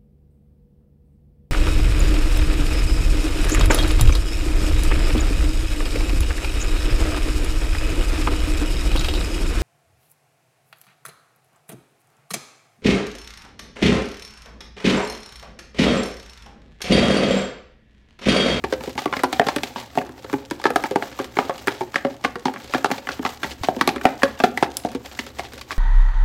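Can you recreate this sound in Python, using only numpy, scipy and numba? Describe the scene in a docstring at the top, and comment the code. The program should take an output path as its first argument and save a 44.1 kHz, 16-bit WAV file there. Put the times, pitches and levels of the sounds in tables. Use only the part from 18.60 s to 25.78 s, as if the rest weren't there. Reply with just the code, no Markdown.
"""Dull knocks and rattles: glass marbles roll about in an open cardboard box that is tilted and shaken close by.
Each knock rings the panels of the box as damped sines and cracks as short noise; light rebounds follow.
Between knocks the marbles rumble and swish over the corrugated floor, as many tiny blows and flickering noise.
A glass click, stray ticks and a hand's soft thud join in. A living room adds a short noise tail, low hum and hiss."""
import sys
import numpy as np
from scipy import signal
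from scipy.fft import rfft, irfft, next_fast_len
from scipy.io import wavfile
from scipy.ndimage import uniform_filter1d
from numba import njit

SR = 44100
rng = np.random.default_rng(int(sys.argv[2]) if len(sys.argv) > 2 else 0)


def output_pcm(signal):
    """Save a mono or channel-first signal as 16-bit PCM at the path in sys.argv[1].

    Samples are clipped to [-1, 1] before scaling.
    """
    pcm = np.clip(np.atleast_2d(signal).T, -1, 1) * 32767
    wavfile.write(sys.argv[1], SR, np.round(pcm).astype(np.int16))


N = 316669
ROUGH_DB = 3.5  # spread of the random roughness of level; a burst gets half of it

# Knocks on the walls, with a glass click of marble on marble at 6.17 s:
# start_s [s], strength_db [dB]; then levels over the strength: boom_db (large panels),
# knock_db (side walls), crack_db, tick_db [dB]; then the pitches favoured in the large panels, side walls
# and small patches: boom_hz, knock_hz, clack_hz [Hz]
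HITS = [(0.0392, -15.5, -3, -5, -17, -29, 397, 810, 1485),
        (0.1248, -12, -10, -6.5, -14.5, -29, 438, 520, 1560),
        (0.2074, -27, -5, -5, -14, -20, 254, 945, 1570), (0.2362, -28, -6, -1.5, -12, -14, 440, 577, 1150),
        (0.2746, -33.5, 6.5, 7.5, -6.5, -17, 255.4, 504, 1050),
        (0.2945, -36.5, -8, -1, -2, -4, 425, 527, 2020), (0.354, -32.5, 0, 2, -18, -14, 232, 637, 1120),
        (0.378, -12.5, -14, -10.5, -12.5, -31, 245, 860, 1620),
        (0.4186, -31, -7, 0, -2, -8, 410, 746, 2240), (0.4573, -8, -7, -10.5, -27, -29, 320, 726, 1133),
        (0.526, -10, -23, -10, -23.5, -39, 248, 1027, 1186),
        (0.5667, -14.5, -12, -12, -13, -26, 268, 1080, 1550),
        (0.5921, -20, -13, -12, -21, -23, 278, 510, 1320),
        (0.635, -7.5, -8.5, -2.5, -17, -18.5, 262, 980, 1030),
        (0.7281, -13.5, -12, -8, -8, -15.5, 253, 778, 2380),
        (0.7959, -3, -10.5, -2.5, -33, -29, 320, 706, 1590),
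        (0.8672, -14, -7, -7.5, -11.5, -21, 240, 1070, 1140),
        (0.8851, -7.5, -19.5, -9.5, -14.5, -33, 269, 920, 1060),
        (0.9615, -8.5, -9.5, -12.5, -17, -14.5, 252.5, 573, 2340),
        (1.0334, -15.5, -14.5, -9.5, -6.5, -14, 254, 746, 2520),
        (1.1601, -21, -11, -5.5, -18, -26, 260, 950, 1110), (1.2, -31.5, -10, -6, -4, -8, 244, 1010, 2120),
        (1.3537, -27.5, -6, -4, -12, -17, 232, 720, 1160), (1.3747, -20, 1, 9.5, -19, -22, 249, 712, 1150),
        (1.3846, -16, -10, -3, -22, -30, 350, 730, 2200),
        (1.4139, -24.5, -6, -11, -31, -28, 248, 557, 1160), (1.4591, -38, 1, -2, -17, -17, 374, 573, 1390),
        (1.492, -30, -2, -17, -18, -22, 382, 505, 1300), (1.6441, -25.5, -8, -5, -13, -27, 425, 580, 1130),
        (1.6977, -25.5, -15, -14, -19, -21, 270, 930, 1130),
        (1.729, -17.5, -4.5, -11, -22, -24, 283, 970, 1510),
        (1.7377, -19, 3.5, -2.5, -20.5, -24, 273, 838, 1110),
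        (1.91, -18.5, 2.5, -7.5, -13.5, -14.5, 362, 966, 1930),
        (2.0151, -27.5, -17, -18, -11, -17, 394, 550, 1320),
        (2.0401, -16.5, -21, -8.5, -10, -26, 228, 530, 2000),
        (2.0542, -7.5, -7.5, -5, -22, -28, 385, 840, 1270), (2.1035, -18, -7, -3, -16, -15, 258, 485, 1230),
        (2.159, -4, -15.5, -6, -17.5, -21.5, 340, 720, 1640),
        (2.2383, -11, -13, -6, -17, -23, 269, 902, 1330),
        (2.3104, -23, 2, -0.5, -11.5, -16, 412, 514, 1170),
        (2.3582, -14, -2, 1, -15.5, -18.5, 390, 811, 1190),
        (2.4234, -17, -14, -5.5, -15.5, -30, 274, 700, 1146),
        (2.5157, -32, -9, -18, -13, -16, 242, 514, 1480),
        (2.5894, -14.5, -21, -11, -16, -25, 270, 1050, 1510),
        (2.5985, -18, -0.5, -9.5, -33, -23, 253, 531, 1150),
        (2.6438, -30.5, -12, -9, -4.5, -10, 393, 522, 1070),
        (2.7686, -13, -8.5, -13, -20, -35, 377, 900, 1470),
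        (2.7872, -6.5, -10.5, -4.5, -19, -39, 270, 790, 1190),
        (2.8954, -11.5, -22.5, -2.5, -25, -33, 416, 630, 1100),
        (2.9796, -35.5, -8, -8, 0, -7, 392, 826, 1140),
        (3.0722, -12.5, -2.5, -13, -16, -11, 320, 800, 1150),
        (3.0811, -10.5, -12.5, -12, -18, -24, 410, 940, 1640),
        (3.2082, -20, 5.5, 0, -18, -23, 361, 819, 1130),
        (3.3428, -18.5, -15, -22, -12.5, -32, 277, 1000, 1750),
        (3.3573, -7, -20.5, -13.5, -14.5, -36, 270, 1120, 1600),
        (3.4484, -15, -2.5, -1.5, -18, -38, 248, 550, 1110),
        (3.5408, -39.5, -5, -6, -7, -16, 380, 689, 1350), (3.6403, -16, -15, -17, -12, -27, 265, 665, 1740),
        (3.647, -5, -16, -12, -18, -34, 277, 1110, 1570),
        (3.7559, -17.5, -11, -12, -21, -27, 382, 480, 1130),
        (3.8548, -13, -5, -2.5, -10, -28, 252.7, 855, 1620), (3.8816, -23, -5, 4, -26, -28, 261, 854, 1630),
        (3.9381, -25.5, -14, -11, -15, -19, 393, 1110, 1150),
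        (3.9601, -21, -17, -16, -31, -36, 218, 744, 1110),
        (4.0003, -31.5, -18, -9, -11, -17, 248, 659, 1380),
        (4.0433, -33, -10, -11, -7, -12, 261, 490, 1130), (4.0766, -44, -17, -25, 1, -4, 398, 626, 1090),
        (4.137, -8.5, -18.5, -19, -18, -31, 275, 1020, 1390),
        (4.1466, -13, -5, -2, -18, -32, 271, 740, 1760), (4.1804, -32, -6, 2, -4, -11, 282, 535, 1680),
        (4.2445, -7.5, -15, -5, -15.5, -26, 416, 774, 1200),
        (4.3024, -22.5, -1, -4, -25, -17, 350, 814, 1130),
        (4.3142, -10, -10.5, -9, -13.5, -21.5, 271, 738, 1940),
        (4.471, -15.5, -24, -20, -30, -26, 307, 770, 1340),
        (4.4889, -12, -14.5, -16, -17, -37, 276, 1140, 1110),
        (4.5172, -33, -8, -8, 0.5, -13, 425, 530, 1620), (4.5929, -28.5, 7, -2.5, -19, -26, 269, 776, 1530),
        (4.6304, -26, -6, -8, -28, -31, 258, 840, 1480),
        (4.6506, -8.5, -15, -10.5, -16, -43, 258, 805, 1140),
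        (4.691, -29, -12, -19, -4, -16, 448, 940, 1120),
        (4.8317, -10, -22, -24, -14.5, -27, 300, 1070, 2260),
        (4.8436, -19, -9, -6, -35, -38, 217, 892, 1910), (4.9089, -35, -4, -14, 1, -5, 256, 525, 2410),
        (5.0343, -15.5, -13, -9, -8.5, -23, 244, 710, 1550),
        (5.0856, -16.5, -4.5, 7, -15.5, -24, 237, 730, 1050),
        (5.1644, -27.5, 6, -1.5, -12, -17, 252, 508, 1580),
        (5.2108, -1.5, -15.5, -16, -16.5, -20.5, 225, 930, 1501),
        (5.2754, -8, -1.5, -5.5, -10.5, -14, 270, 821, 1160),
        (5.3606, -19.5, -3.5, -12, -18, -22, 253, 555, 1050),
        (5.4125, -21.5, -13, -19, -20, -25, 388, 690, 1505),
        (5.4424, -27, -1, -1, -21, -25, 290, 710, 1120), (5.4527, -5, -8.5, -1, -21.5, -27, 317, 730, 2010),
        (5.6202, -16.5, -17, -13, -22, -26, 221, 999, 1840),
        (5.6322, 0.5, -16, -12.5, -19.5, -26, 271, 554, 1360),
        (5.8012, -8.5, -15, -7, -18.5, -32, 253, 680, 1176),
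        (5.8375, -5, -7.5, -0.5, -14.5, -25, 332, 723, 1940),
        (5.9742, -7, -18.5, -16, -21, -21, 268, 810, 1980),
        (6.0257, -7.5, -5, -3.5, -15.5, -25, 377, 816, 2010),
        (6.1694, -31.5, -14, -13, -16, 14, 240, 530, 2640),
        (6.2489, -25, 1.5, 10, -13, -18, 239, 643, 1410),
        (6.287, -37.5, -11, -12, -0.5, -11, 221, 624, 1130),
        (6.3167, -34.5, -9, -15, -9, -10, 242, 550, 1130),
        (6.3485, -24, 2.5, -7, -9.5, -18, 274, 487, 1130), (6.4582, -28, -21, -18, -8, -18, 285, 530, 2540),
        (6.5903, -13.5, -13, -15.5, -9, -26, 262, 930, 1740),
        (6.6653, -27.5, -12.5, -15, -8.5, -13, 405, 547, 2100),
        (6.786, -30, -8, -5, -14, -16, 273, 1080, 1290),
        (6.7937, -18.5, -15, -6.5, -15.5, -19, 370, 717, 1880),
        (6.8504, -30, -11, -17, -12, -21, 412, 743, 2000),
        (6.9348, -32.5, -5, -10.5, -7.5, -8, 428, 482, 1140),
        (6.9776, -32.5, -13, -18, -11, -16, 256, 504, 1140),
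        (7.012, -30.5, -17, -14, 1, -7, 404, 1100, 1120), (7.107, -21, -17, -26, -14, -32, 266, 1100, 1904),
        (7.118, -22, -17, -16, -14, -16, 288, 680, 2140)]


def knocks():
    """Knocks on the walls and one glass click; each has three rebounds that hardly move the large panels."""
    span_s, first_loss_db, fade_db, scatter_db = 0.035, -11.5, -30, 29.0
    s, db, boom_db, knock_db, crack_db, tick_db, boom_hz, knock_hz, clack_hz = np.transpose(HITS)
    chance = rng.random((len(s), 3, 3))
    hits = np.array([s, db, db + boom_db, db + knock_db, db + crack_db, db + tick_db,
                     boom_hz, knock_hz, clack_hz])
    # from here on each knock stands three times, once for each rebound
    s, clack_db, boom_db, knock_db, crack_db, tick_db, boom_hz, knock_hz, clack_hz = np.repeat(hits, 3, axis=1)
    late, luck, bend = chance.reshape(-1, 3).T
    # later rebounds are weaker on average
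    loss_db = first_loss_db + fade_db * late + scatter_db * (luck - 0.5)
    rebounds = [s + 0.0044 + span_s * late,
                clack_db + loss_db, boom_db + loss_db - 8.0, knock_db + loss_db - 1.0,
                crack_db + loss_db, tick_db + loss_db - 35.0,
                boom_hz, knock_hz, clack_hz * 2 ** (bend - 0.5)]
    return blows(*np.hstack([hits, rebounds]))


def blows(at, clack_db, boom_db, knock_db, crack_db, tick_db, boom_hz, knock_hz, clack_hz):
    """A marble's hit rings small patches, side walls and large panels, and adds noise; large panels answer last."""
    # Ringing modes of the large panels: pitch_hz [Hz], relative level_db [dB], t60_s (time to fade 60 dB) [s]
    boom_modes = [(126, -4, 0.14), (238.7, -7, 0.082), (269.8, -0.5, 0.079), (335, -2.5, 0.036),
                  (397.5, 2, 0.053)]
    # Ringing modes of the side walls: pitch_hz [Hz], relative level_db [dB], t60_s [s]
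    knock_modes = [(528.5, -5, 0.12), (629, -3.5, 0.013), (729.6, 1.5, 0.035), (826, -1.5, 0.05),
                   (892, -1.5, 0.045)]
    # Ringing modes of small patches of board: pitch_hz [Hz], relative level_db [dB], t60_s [s]
    clack_modes = [(1136, 0, .035), (1362, -2, .028), (1630, -1, .028), (1776, -2, .025), (2070, -1, .022),
                   (2300, -3, .02), (2487, -3, .02), (2900, -6, .018), (3350, -6, .018)]
    boom = board(at + 0.0011, boom_db + 6.5, boom_hz, boom_modes,
                 focus_db=9.7, place_db=1.2, detune=0.051, spread_s=0.00094)
    knock = board(at + 0.00039, knock_db + 6.0, knock_hz, knock_modes,
                  focus_db=40.7, place_db=0.23, detune=0.049, spread_s=0.00051)
    # random roughness of level makes the clacks less tonal and noisier
    roughness = ragged(ROUGH_DB)
    clack = roughness * board(at, clack_db - 2.0, clack_hz, clack_modes,
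                              focus_db=6.3, place_db=5.1, detune=0.045, spread_s=0.0008)
    # the board gives under the marble, so the panels are pushed with a softened click
    soft_hz = 1580
    panels = signal.sosfilt(signal.butter(2, soft_hz, fs=SR, output="sos"), boom + knock)
    ringing = panels + band(clack, 760, 4850)
    crack = burst(at, crack_db, lo_hz=1756, hi_hz=4848, t60=0.0564, level_db=-2.77)
    tick = burst(at, tick_db, lo_hz=2900, hi_hz=11900, t60=0.019, level_db=0.11)
    return ringing + crack + tick


def board(at, db, pitch_hz, modes, focus_db, place_db, detune, spread_s):
    """Blows ring a family of modes; the place of the blow favours those near one pitch, the grip detunes them."""
    hz, mode_db, t60 = np.transpose(modes)
    place = rng.standard_normal((len(at), 4, len(modes)))
    octaves = np.log2(hz / pitch_hz[:, None])
    # modes far from the favoured pitch lose level, by 14 dB at most
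    far_db = np.minimum(focus_db * abs(octaves), 14.0)
    share = undb(mode_db - far_db + place_db * place[:, 0])
    share = share / np.sqrt(np.sum(share ** 2, axis=1, keepdims=True))
    # the nearest mode is bent onto the favoured pitch; the others stray at random
    nearest = abs(octaves) == abs(octaves).min(axis=1, keepdims=True)
    tuned = np.where(nearest, pitch_hz[:, None], hz * (1 + detune * place[:, 1]))
    start = ((at[:, None] + spread_s * abs(place[:, 2])) * SR).astype(np.int64)
    gain = undb(db)[:, None] * share * np.sign(place[:, 3])
    return rings(N, start.ravel(), tuned.ravel(), np.tile(t60, len(at)), gain.ravel(), float(SR))


@njit
def rings(length, start, hz, t60, gain, rate):
    """Damped sines, each from its own moment until it has faded by 45 dB."""
    out = np.zeros(length)
    for k in range(len(start)):
        # one step of turning and fading per sample
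        step = np.exp(2j * np.pi * hz[k] / rate - np.log(1000) / (t60[k] * rate))
        swing = gain[k] + 0j
        for i in range(start[k], min(length, start[k] + int(0.75 * t60[k] * rate))):
            out[i] += swing.imag
            swing *= step
    return out


def burst(at, db, lo_hz, hi_hz, t60, level_db):
    """Blows too dense in modes to have a pitch: a snap and a fast fading, ragged noise."""
    snap_share, snap_db = 0.4, -6  # the snap's part of the fade time; its level over the fade
    push = clicks(at, undb(db + level_db))
    fade = fading(push, t60)
    snap = fading(push, snap_share * t60)
    envelope = (fade + undb(snap_db) * snap) * ragged(ROUGH_DB / 2)
    return envelope * unit(band(rng.standard_normal(N), lo_hz, hi_hz))


def ragged(db):
    """Random roughness of level: a gain that jumps every 50 samples, about a millisecond."""
    return undb(db * np.repeat(rng.standard_normal(N // 50 + 1), 50)[:N])


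def rolling():
    """Marbles hop over the flutes of the board in many tiny blows and rub with a flickering hiss."""
    # Colour of the rubbing hiss: pitch_hz [Hz], relative level_db [dB]
    rub_colour = [(1200, 3.5), (2500, -3.5), (4200, -5), (5200, -5), (7500, -5), (10300, -20), (12000, -9),
                  (15500, -13)]
    s, rumble_db, hiss_db = motion()
    chance = rng.random((900, 5))  # 900 hops
    at = chance[:, 0] * N / SR
    # most hops are small and a few are large
    size_db = -2.5 * np.log(1 - chance[:, 1])
    low_db = np.interp(at, s, rumble_db) + size_db - 7.0
    high_db = np.interp(at, s, hiss_db) + size_db
    # each favoured pitch lies up to an octave above these
    pitch_hz = np.array([230, 500, 1050]) * 2 ** chance[:, 2:]
    hops = blows(at, low_db + 3.5, low_db - 11.0, low_db + 1.7, high_db - 2.0, high_db - 31.0, *pitch_hz.T)
    # the hiss wavers by about 3 dB in steps of some 7 ms
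    steps = np.repeat(rng.standard_normal(N // 300 + 1), 300)[:N]
    flicker = unit(uniform_filter1d(steps, size=200))
    rub = unit(colour(rng.standard_normal(N), [(20, -60)] + rub_colour))
    rub_db = np.interp(np.arange(N) / SR, s, hiss_db) + 3.0 * flicker + 2.5
    return hops + rub * undb(rub_db)


def motion():
    """Levels of rumble and hiss in dB over time: at rest, in each shake, and rolling off after each knock."""
    # Shakes that sweep the marbles over the floor: peak_s [s], guide hiss level_db before trims [dB]
    shakes = [(.12, -52), (.25, -50), (.41, -48.5), (.57, -48), (.76, -48), (.89, -47.5), (1.05, -47),
              (1.19, -48.5), (1.37, -50.5), (1.58, -60), (1.73, -51.5), (1.93, -57.5), (2.06, -54),
              (2.18, -50), (2.27, -49), (2.44, -47.5), (2.61, -48.5), (2.79, -46.5), (2.89, -53),
              (2.98, -52), (3.09, -48.5), (3.22, -54), (3.36, -53.5), (3.5, -56.5), (3.66, -56.5),
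              (3.88, -54), (4.02, -52), (4.16, -47), (4.33, -46), (4.5, -46.5), (4.671, -44), (4.86, -44.5),
              (5.06, -47.5), (5.18, -51.5), (5.27, -54), (5.47, -47.5), (5.64, -45.5), (5.83, -47),
              (6.01, -49), (6.19, -52.5), (6.31, -58), (6.48, -49), (6.61, -49), (6.8, -50.5),
              (6.95, -51.5), (7.13, -51.5)]
    swell_s, settle_s = 0.04, 0.054  # a swish grows and dies as half a bell curve of these widths
    rest_rumble_db, rest_hiss_db = -60.5, -65  # guide levels between shakes
    shake_rumble_db = 7  # a shake's rumble over its hiss
    roll_off_db, roll_off_slope = -25, 0.8  # rolling off: level, and dB per dB of the knock
    rise_s, roll_off_t60_s = 0.09, 0.67
    t = np.arange(0, N / SR, 0.002)
    peak_s, peak_db = np.transpose(shakes)
    since = t[:, None] - peak_s
    width_s = np.where(since < 0, swell_s, settle_s)
    swish = undb(peak_db) * np.exp(-0.5 * (since / width_s) ** 2)
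    swish_power = np.sum(swish ** 2, axis=1)
    # a knock sends the marbles rumbling off
    s, db, boom_db, knock_db = np.transpose(HITS)[:4]
    age = np.maximum(t[:, None] - s, 0)
    spurts = undb(roll_off_db + roll_off_slope * (db + np.maximum(boom_db, knock_db)))
    spurts = spurts * (1 - np.exp(-age / rise_s)) * np.exp(-np.log(1000) * age / roll_off_t60_s)
    # powers add up; doubling the dB squares the gain
    rumble_power = undb(2 * rest_rumble_db) + undb(2 * shake_rumble_db) * swish_power
    rumble_power = rumble_power + np.sum(spurts ** 2, axis=1)
    hiss_power = undb(2 * rest_hiss_db) + swish_power
    return t, 10 * np.log10(rumble_power), 10 * np.log10(hiss_power)


def strays():
    """Light ticks of marbles touching each other at random moments, as short noise bursts."""
    chance = rng.random((170, 2))  # 170 ticks
    size_db = -47.5 - 2.0 * np.log(1 - chance[:, 1])
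    return burst(chance[:, 0] * N / SR, size_db, lo_hz=1200, hi_hz=6000, t60=0.0235, level_db=-0.5)


def bump():
    """A hand shifts its grip with a soft thud: one low, damped swing that starts softly."""
    start_s, pitch_hz, t60_s, level_db = 5.012, 86.5, 0.042, -18
    t = np.maximum(np.arange(N) / SR - start_s, 0)
    swing = undb(level_db) * np.sin(2 * np.pi * pitch_hz * t)
    return swing * 1000 ** (-t / t60_s) * (1 - np.exp(-t / 0.0011))


def room(x):
    """Dense reflections as fading noise, each octave at its own rate; they change as the box moves."""
    # Fading of the room: pitch_hz [Hz], t60_s (time to fade 60 dB) [s], relative level_db [dB]
    room_fade = [(100, 0.5, -2.5), (296, 0.31, 7.5), (1000, 0.31, 0), (3000, 0.45, -4), (8150, 0.25, -4.5),
                 (15300, 0.24, 6.5)]
    places, place_s = 5, 0.13  # places of the box, visited in turn; time from one to the next
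    level_db, rise_s = -13.5, 0.001
    fade_hz, fade_t60_s, fade_db = np.transpose(room_fade)
    t = np.arange(int(0.4 * SR)) / SR
    tails = 0
    for hz in 70 * 2 ** np.arange(8):
        middle = np.log(1.4 * hz)
        t60 = np.interp(middle, np.log(fade_hz), fade_t60_s)
        db = np.interp(middle, np.log(fade_hz), fade_db)
        octave = band(rng.standard_normal((places, len(t))), hz, min(2 * hz, 17000))
        tails = tails + undb(db) * octave * 1000 ** (-t / t60)
    tails = tails * np.clip(t / rise_s, 0, 1) ** 2
    # neighbouring places cross-fade at constant power
    place = np.arange(N) / SR / place_s
    echo = 0
    for k in range(places):
        near = np.clip(1 - abs((place - k + 1) % places - 1), 0, 1) ** 0.5
        tail = tails[k] / np.sqrt(np.sum(tails[k] ** 2))
        echo = echo + signal.oaconvolve(x * near, tail)[:N]
    return undb(level_db) * echo


def background():
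    """Soft room noise, and a low hum of narrow noise that swells and sinks."""
    # Colour of the room noise: pitch_hz [Hz], relative level_db [dB per Hz]
    air_colour = [(15, -40), (30, -1), (70, -12), (120, 7.5), (160, -10), (240, 2.5), (400, -5.5),
                  (1200, -25), (4000, -40), (10300, -37), (16000, -42)]
    # Swelling of the hum: time_s [s], level_db [dB]
    hum_swell = [(0, -42), (.6, -50), (1.2, -52), (3, -54), (4.6, -53), (5.6, -48), (6.4, -49.5),
                 (7.18, -48.5)]
    hum_hz, width_hz, air_db = 69.7, 13, -48.5
    hum = band(rng.standard_normal(N), hum_hz - width_hz / 2, hum_hz + width_hz / 2)
    hum_db = np.interp(np.arange(N) / SR, *np.transpose(hum_swell))
    air = unit(colour(rng.standard_normal(N), air_colour))
    return undb(air_db) * air + undb(hum_db) * unit(hum)


def undb(db):
    """Gain of a level in dB."""
    return 10 ** (np.asarray(db) / 20)


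def unit(x):
    """Scale to an average strength (rms) of 1."""
    return x / np.sqrt(np.mean(x ** 2))


def colour(x, points):
    """Shape by a spectrum of (Hz, dB) points."""
    hz, db = np.transpose(points)
    size = next_fast_len(len(x))
    bins = np.maximum(np.arange(size // 2 + 1) * SR / size, 1)
    gain = undb(np.interp(np.log(bins), np.log(hz), db))
    return irfft(rfft(x, size) * gain, size)[:len(x)]


def band(x, lo_hz, hi_hz):
    """Keep the sound between two pitches (band-pass)."""
    return signal.sosfilt(signal.butter(2, [lo_hz, hi_hz], "bandpass", fs=SR, output="sos"), x)


def clicks(at, size):
    """Impulses of the given sizes at the given seconds."""
    return np.bincount(np.clip((at * SR).astype(int), 0, N - 1), size, N)


def fading(push, t60):
    """Each impulse dies away smoothly, by 60 dB in t60 seconds."""
    return signal.lfilter([1], [1, -np.exp(-np.log(1000) / (t60 * SR))], push)


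def scene():
    """The box, its room, a hand and the background."""
    # low down the small box pushes air around its edges and makes little sound
    radiate_hz = 155.5
    radiate = signal.butter(3, radiate_hz, "highpass", fs=SR, output="sos")
    box = signal.sosfilt(radiate, knocks() + rolling() + strays())
    return (box + room(box) + bump() + background())[None]


def record(dry):
    """Peaks beyond 0.98 of full scale are clipped, then the top is cut steeply."""
    top_hz = 15800
    clipped = np.clip(dry, -0.98, 0.98)
    return signal.sosfilt(signal.ellip(10, 0.2, 90, top_hz, fs=SR, output="sos"), clipped)


dry = scene()
out = record(dry)
output_pcm(out)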